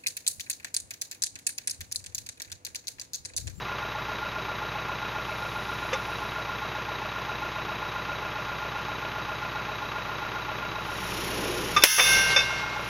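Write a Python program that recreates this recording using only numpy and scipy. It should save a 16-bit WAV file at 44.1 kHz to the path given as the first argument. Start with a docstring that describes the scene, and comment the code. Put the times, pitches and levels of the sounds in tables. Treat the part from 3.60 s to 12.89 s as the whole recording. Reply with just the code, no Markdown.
"""A backhoe's four-cylinder diesel idles outdoors: a low hum, a repeating clatter and ringing parts.
Its hydraulic hammer rests on a wooden post. The loose cap clunks, and oil hisses, whistles and groans
as the pump takes load. The hammer fires one hard blow: a noise crack, decaying steel modes and a shimmer
of many weak tones, then the wooded slope answers with slow noise. A gain control ducks and recovers."""
import sys
import numpy as np
from scipy import signal
from scipy.fft import rfft, irfft, next_fast_len
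from scipy.io import wavfile
from scipy.ndimage import uniform_filter1d, map_coordinates

SR = 44100
rng = np.random.default_rng(int(sys.argv[2]) if len(sys.argv) > 2 else 0)


def pcm_store(signal):
    """Save signal as 16-bit PCM."""
    levels = np.round(np.clip(np.atleast_2d(signal), -1, 1) * 32767)
    wavfile.write(sys.argv[1], SR, levels.astype(np.int16).T)


N = 409688

# Noise spectra give relative level per hertz; each sound is scaled to rms 1 before its own level.
# Outdoor air: freq_hz, level_db
AIR_SPECTRUM = [(20, -2), (45, 2), (200, 6.5), (1000, 12), (4000, 0.5), (6500, -10.5), (8500, -38.5),
                (12000, -2.5), (14000, -68)]
# Oil valve openings: opens_s, closes_s, pump_load (0-1)
VALVE_OPENINGS = [(1.301, 2.503, .22), (7.05, 8.499, 0.98), (9.002, 9.29, 1)]
# Exhaust hum partials: firing_rate_multiple, unloaded_level_db (rms)
EXHAUST_PARTIALS = [(1, -63), (2, -50), (3.5, -53.5), (4, -51), (6.5, -66.5), (13, -60)]
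# Engine clatter: freq_hz, level_db
BLOCK_SPECTRUM = [(40, -22), (85, -16), (140, -2), (195, -3.5), (235, -8), (330, -4), (500, -6), (690, -9),
                  (1000, -1.5), (1300, -4), (1700, -6), (2600, -9), (3500, -14.5), (4400, -20), (6700, -24),
                  (8500, -100)]
# Engine parts knocked once a firing: pitch_hz, half_width_hz, lag_firings, decay_firings,
# tap_to_buzz_ratio, level_db, then cylinder_db for each of the four cylinders
ENGINE_PARTS = [(599.5, 38, .42, 0.35, 0.96, -49, 0.5, -10, -2.7, 7.5),
                (845, 66, .5, 0.47, 1.44, -45, -9, -10.5, 0, -13),
                (1046, 38, .76, 0.9, 1.5, -46.5, -4, -15, 3, 1),
                (1146, 52, .53, 0.52, 1.46, -48.5, -3, 0.5, -7.5, 0),
                (1404.4, 20.7, .68, 0.59, 2, -41.5, -7, -6, -1.5, 0),
                (2526, 150, .5, 0.45, .1, -48.5, 0, 3.5, 1.5, 3.5),
                (3866, 56, 0.58, 1, 0.53, -50, -5.5, -7.5, -7, -7.5)]
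# Oil hiss: freq_hz, level_db
HISS_SPECTRUM = [(300, -33), (1500, -2), (2700, 8), (4500, 0.5), (5600, 0.5), (7000, -2), (8300, -30.5),
                 (10000, 0.5), (12000, -7.5), (14000, -6), (16000, -55)]
# Cap on its post: pitch_hz, t60_s with the cap seated
CAP_MODES = [(515, .09), (1195, .11), (1563, .3), (2215, .1), (2590, .12), (3575, .14), (4945, .13),
             (5510, .13), (6300, .12)]
# Loose contacts: start_s, rattle_db, post_thud_db, cap_clank_db, high_ring_db, ring_length (1 = cap seated)
CAP_CLUNKS = [(2.3282, -19.5, -18.5, -25, -31.5, 1), (8.163, -14, -28, -8, -17.5, 0.97),
              (8.222, -37, -50, -47, -14.5, 0.41), (8.237, -27, -7, -10, -14, 0.43),
              (8.381, -4.5, -26, -3, -21, .4), (8.392, -4, -22.5, -22, -12.5, 3.1),
              (8.761, -16.5, -19.5, -25, -12.5, 1), (8.787, -32, -32, -27, -18, 1.25)]
# Chatter of the loose cap: freq_hz, level_db
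RATTLE_SPECTRUM = [(150, -13), (450, -0.5), (1200, 5.5), (2600, 7), (4200, -12.5), (6200, -3), (7500, -23),
                   (15000, -37)]
# Crack of the blow: freq_hz, level_db
CRACK_SPECTRUM = [(40, -19), (200, -22), (500, 4), (900, -3), (2400, 4), (4300, -4), (6000, 0.5),
                  (8000, -11.5), (11000, -2), (15500, -9)]
# Many weak steel modes: freq_hz, level_db
SHIMMER_SPECTRUM = [(300, -40), (1200, -4), (2600, 4), (4200, -4), (6000, 2.5), (8000, -22), (10000, -2),
                    (13000, -14), (15500, -10)]
# The hammer's free steel: pitch_hz, relative level_db, t60_s
STEEL_MODES = [(1566, -15, 1.8), (2149, -15.5, 2.4), (2207, -24, 1), (2579, -26, 1.3), (2648, -22, 1.3),
               (2796, -17, 1.7), (3475, -23, 1), (3527, -25, 1), (3570, -15, .8), (4275, -25, 1),
               (4780, -28, 1.5), (4915, -25, 1.2), (5436, -24, 1.1), (5491, -15, 1.1), (5698, -21, 1.4),
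               (5747, -23, 1), (6025, -22, 1.3), (6093, -23, .85), (6318, -17, 1), (7644, -30, .9),
               (8624, -28, .6), (9125, -27, .7), (9947, -13, .8), (10168, -13, .82), (11020, -22, .8),
               (11553, -23, 1), (11816, -22, .55), (12080, -27, .7), (12950, -24, .6), (15194, -23, .75)]
# Echo from the slope: freq_hz, level_db
SLOPE_SPECTRUM = [(30, -3), (70, 3), (200, -12), (500, 4), (1300, 3.5), (2600, 4), (4500, 1), (7000, -10),
                  (15000, -52)]

OPEN_S, CLOSE_S = 0.62, 0.58  # the load builds and falls away over these times
IDLE_HZ = 30.004  # firings per second without load
DROOP_HZ, SAG_HZ = 0.24, 0.7  # firing rate lost under steady full load, and briefly on taking it up
GOVERNOR_S = 0.2  # time constant of the governor's answer
HISS_DB, WHISTLE_DB, GROAN_DB = -37, -49, -44.5  # centre levels at full load, groan before its swell
HISS_GROWS = 1.25  # the hiss rises as this power of the load
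CHARGE_S, CHARGE_WIDTH_S, CHARGE_DB = 7.88, 0.27, 12  # groan swell: peak time, spread, added level
BLOW_S = 8.237


def amp(db):
    """Decibels to gain."""
    return 10 ** (np.asarray(db) / 20)


def unit(x):
    """Scale to rms 1."""
    return x / np.sqrt(np.mean(x ** 2) + 1e-20)


def clock():
    """The time of every sample in seconds."""
    return np.arange(N) / SR


def wobble(rate):
    """A smooth random curve through rate knots a second."""
    knots = rng.standard_normal(int(N * rate / SR) + 4)
    return map_coordinates(knots, [clock() * rate])


def filtered(x, response):
    """Shape x by a gain that depends on frequency."""
    size = next_fast_len(N + SR // 2)
    spectrum = rfft(x, size) * response(np.fft.rfftfreq(size, 1 / SR))
    return irfft(spectrum, size)[..., :N]


def coloured(x, points):
    """Shape x by a spectrum drawn over log frequency, at rms 1."""
    freq_hz, level_db = np.transpose(points)
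    return unit(filtered(x, lambda f: amp(np.interp(np.log(f + 1), np.log(freq_hz), level_db))))


def noise(points):
    """Fresh noise of a given spectrum, at rms 1."""
    return coloured(rng.standard_normal(N), points)


def partials(points, count):
    """A cloud of steady tones at random pitches, shaped by a spectrum, at rms 1."""
    lines = np.zeros(N // 2 + 1, complex)
    places = rng.integers(len(lines), size=count)
    lines[places] = np.exp(2j * np.pi * rng.random(count))
    return coloured(irfft(lines, N), points)


def resonate(x, centre_hz, half_width_hz):
    """Two equal resonances in series give steep skirts; the result has rms 1."""
    def response(f):
        damping = 2j * f * half_width_hz
        return (damping / (centre_hz ** 2 - f * f + damping)) ** 2
    return unit(filtered(x, response))


def fade(start, t60, attack):
    """Envelope of something struck at start: a quick rise over an exponential decay."""
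    age = np.maximum(clock() - start, 0)
    return (1 - np.exp(-age / attack)) * np.exp(-np.log(1000) * age / t60)


def outdoor_air():
    """Steady coloured noise fills the open air."""
    return amp(-44.0) * noise(AIR_SPECTRUM)


def pump_load():
    """Each valve opening loads the pump smoothly and lets go; a short one never reaches its full load."""
    t = clock()
    load = np.zeros(N)

    def ramp(u):
        return np.sin(np.pi / 2 * np.clip(u, 0, 1)) ** 2

    for opens, closes, full in VALVE_OPENINGS:
        load += full * ramp((t - opens) / OPEN_S) * (1 - ramp((t - closes) / CLOSE_S))
    return load


def crank(load):
    """Firings counted so far: mainly heavy load slows the engine, and the governor answers late."""
    strain = load ** 2
    keep = np.exp(-1 / (GOVERNOR_S * SR))
    answered = signal.lfilter([1 - keep], [1, -keep], strain)
    firing_hz = IDLE_HZ - DROOP_HZ * strain - SAG_HZ * (strain - answered)
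    return np.cumsum(firing_hz) / SR


def cyclic_noise(firings, repeat):
    """White noise of which a share of the power comes back with every four firings."""
    size = SR // 7
    place = (firings / 4 % 1 * size).astype(int)
    pattern = rng.standard_normal(size)[place]
    return np.sqrt(repeat) * pattern + np.sqrt(1 - repeat) * rng.standard_normal(N)


def jolts(firings, lag, decay, cylinder_db, scatter_db):
    """Each firing gives a jolt sized by its cylinder, decaying until the next one takes over."""
    index = np.floor(firings - lag).astype(int)
    scatter = scatter_db * rng.standard_normal(index.max() + 2)[index]
    size_db = np.take(cylinder_db, index, mode="wrap") + scatter
    return amp(size_db) * np.exp(-((firings - lag) % 1) / decay)


def exhaust(load, firings):
    """Exhaust pulses hum at multiples of the firing rate; load lifts the lowest ones most."""
    hum = np.zeros(N)
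    for multiple, level_db in EXHAUST_PARTIALS:
        gain = amp(level_db + 9 * load / multiple + 0.41 * wobble(13))
        hum += gain * np.sqrt(2) * np.sin(2 * np.pi * (multiple * firings + rng.random()))
    return hum


def block(load, firings):
    """Firing jolts shake the block into cyclic clatter, and under load into a low boom."""
    shake = 1.1 + jolts(firings, lag=0.5, decay=0.61, cylinder_db=[-1.7, 0.17, -0.98, -1.6], scatter_db=0.9)
    clatter = coloured(shake * cyclic_noise(firings, repeat=0.72), BLOCK_SPECTRUM)
    boom = resonate(shake * cyclic_noise(firings, repeat=0.62), centre_hz=171, half_width_hz=24)
    return amp(-36.5 - 0.6 * load) * clatter + amp(-44.5) * load * boom


def knocks(firings):
    """Each part rings from a sharp tap, then buzzes on under the dying jolt."""
    # the crank speeds up and slows within each four-firing cycle
    uneven = firings + 0.017 * np.sin(np.pi / 2 * firings) + 0.002 * wobble(20)
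    out = np.zeros(N)
    for pitch_hz, half_width_hz, lag, decay, tap_ratio, level_db, *cylinder_db in ENGINE_PARTS:
        push = jolts(uneven, lag, decay, cylinder_db, scatter_db=0.5)
        taps = np.maximum(np.diff(push, prepend=push[0]), 0)  # only the sudden rises
        buzz = push * cyclic_noise(firings, repeat=0.75)
        drive = tap_ratio * unit(taps) + unit(buzz)
        out += amp(level_db) * resonate(drive, pitch_hz, half_width_hz)
    return out


def engine(load, firings):
    """Exhaust, block and ringing parts together; load deepens the hum and quiets the knocking."""
    return exhaust(load, firings) + block(load, firings) + amp(-5 * load ** 2) * knocks(firings)


def hydraulics(load, firings):
    """Oil whistles at the valve's edge, hisses in pump strokes as the flow grows, and groans in the hose."""
    strokes_db = 2.6 * np.sin(2 * np.pi * firings)
    hiss = amp(HISS_DB + strokes_db) * noise(HISS_SPECTRUM)
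    whistle = amp(WHISTLE_DB) * resonate(rng.standard_normal(N), centre_hz=5530, half_width_hz=110)
    # the groan swells as pressure builds before the blow
    charge = np.exp(-((clock() - CHARGE_S) / CHARGE_WIDTH_S) ** 2)
    groan_tone = resonate(rng.standard_normal(N), centre_hz=372, half_width_hz=133)
    groan = amp(GROAN_DB + CHARGE_DB * charge) * groan_tone
    return load ** HISS_GROWS * hiss + load * (whistle + groan)


def clunks():
    """The loose cap chatters against tool and post; its modes ring longer when it is lifted clear."""
    out, t = np.zeros(N), clock()
    chatter, drift = noise(RATTLE_SPECTRUM), wobble(90)
    high_offsets_db = np.array([-11.5, -4.5, -2, 2.5, -10, -6.5, -11.5])  # cap modes above thud and clank
    for start, rattle_db, thud_db, clank_db, ring_db, length in CAP_CLUNKS:
        out += amp(rattle_db + 4) * fade(start, t60=0.062, attack=0.0065) * chatter
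        levels_db = [thud_db, clank_db, *(ring_db + high_offsets_db)]
        for (pitch_hz, t60), level_db in zip(CAP_MODES, levels_db):
            blur = 0.15 * np.roll(drift, rng.integers(N))  # the grinding contact blurs each mode
            tone = np.sin(2 * np.pi * (pitch_hz * t + rng.random() + blur))
            out += amp(level_db) * fade(start, t60 * length, attack=0.0032) * tone
    return out


def steel_ring():
    """Free steel rings in long modes; much of the low ones arrives late by way of the slope."""
    out, t, flutter = np.zeros(N), clock(), wobble(22)
    for pitch_hz, level_db, t60 in STEEL_MODES:
        paths = 1 + 0.2 * np.roll(flutter, rng.integers(N))  # reflections add and cancel
        low = 1 / (1 + (pitch_hz / 2800) ** 4)  # near 1 for low modes, near 0 for high
        direct = amp(-9 * low) * fade(BLOW_S, t60, attack=0.001)
        returned = 0.56 * low * fade(BLOW_S + 0.19, t60=1.65, attack=0.11)
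        tone = np.sin(2 * np.pi * (pitch_hz * t + rng.random()))
        out += amp(level_db) * paths * (direct + returned) * tone
    return amp(1.7) * out


def slope_echo():
    """The wooded slope scatters the blow into a late, wavering wash of noise."""
    level = amp(-23.5 + 2.4 * wobble(25))
    return level * fade(BLOW_S + 0.15, t60=2.18, attack=0.033) * noise(SLOPE_SPECTRUM)


def blow():
    """The piston strikes: a crack, long steel modes over many weak ones, then the slope's echo."""
    crack = amp(10.5) * fade(BLOW_S, t60=0.077, attack=0.00088) * noise(CRACK_SPECTRUM)
    cloud = partials(SHIMMER_SPECTRUM, count=260) + 0.25 * noise(SHIMMER_SPECTRUM)
    shimmer = amp(-4.5) * fade(BLOW_S, t60=0.7, attack=0.002) * cloud
    return crack + shimmer + steel_ring() + slope_echo()


def scene():
    """The pump's load drives engine and oil; everything reaches both channels alike."""
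    load = pump_load()
    firings = crank(load)
    mono = outdoor_air() + engine(load, firings) + hydraulics(load, firings) + clunks() + blow()
    return np.array([mono, mono])


def gain_control(x, limit_db, release_db, attack):
    """The gain drops quickly on a loud sound and climbs back by release_db a second."""
    power = np.abs(uniform_filter1d(x[0] ** 2, size=128))
    over_db = np.maximum(10 * np.log10(power + 1e-12) - limit_db, 0)
    climb = release_db * clock()
    cut_db = np.maximum.accumulate(over_db + climb) - climb  # hold each peak, less the climb since
    keep = np.exp(-1 / (attack * SR))
    return x * amp(-signal.lfilter([1 - keep], [1, -keep], cut_db))


def record(dry):
    """Gain control, soft overload, then a steep cut of the extreme treble."""
    held = gain_control(dry, limit_db=-11, release_db=71.0, attack=0.0023)
    clipped = held / (1 + held ** 4) ** 0.25
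    # the cut falls from full to nothing over the last 100 Hz below 15900 Hz
    return filtered(clipped, lambda f: np.clip((15900 - f) / 100, 0, 1))


dry = scene()
out = record(dry)
pcm_store(out)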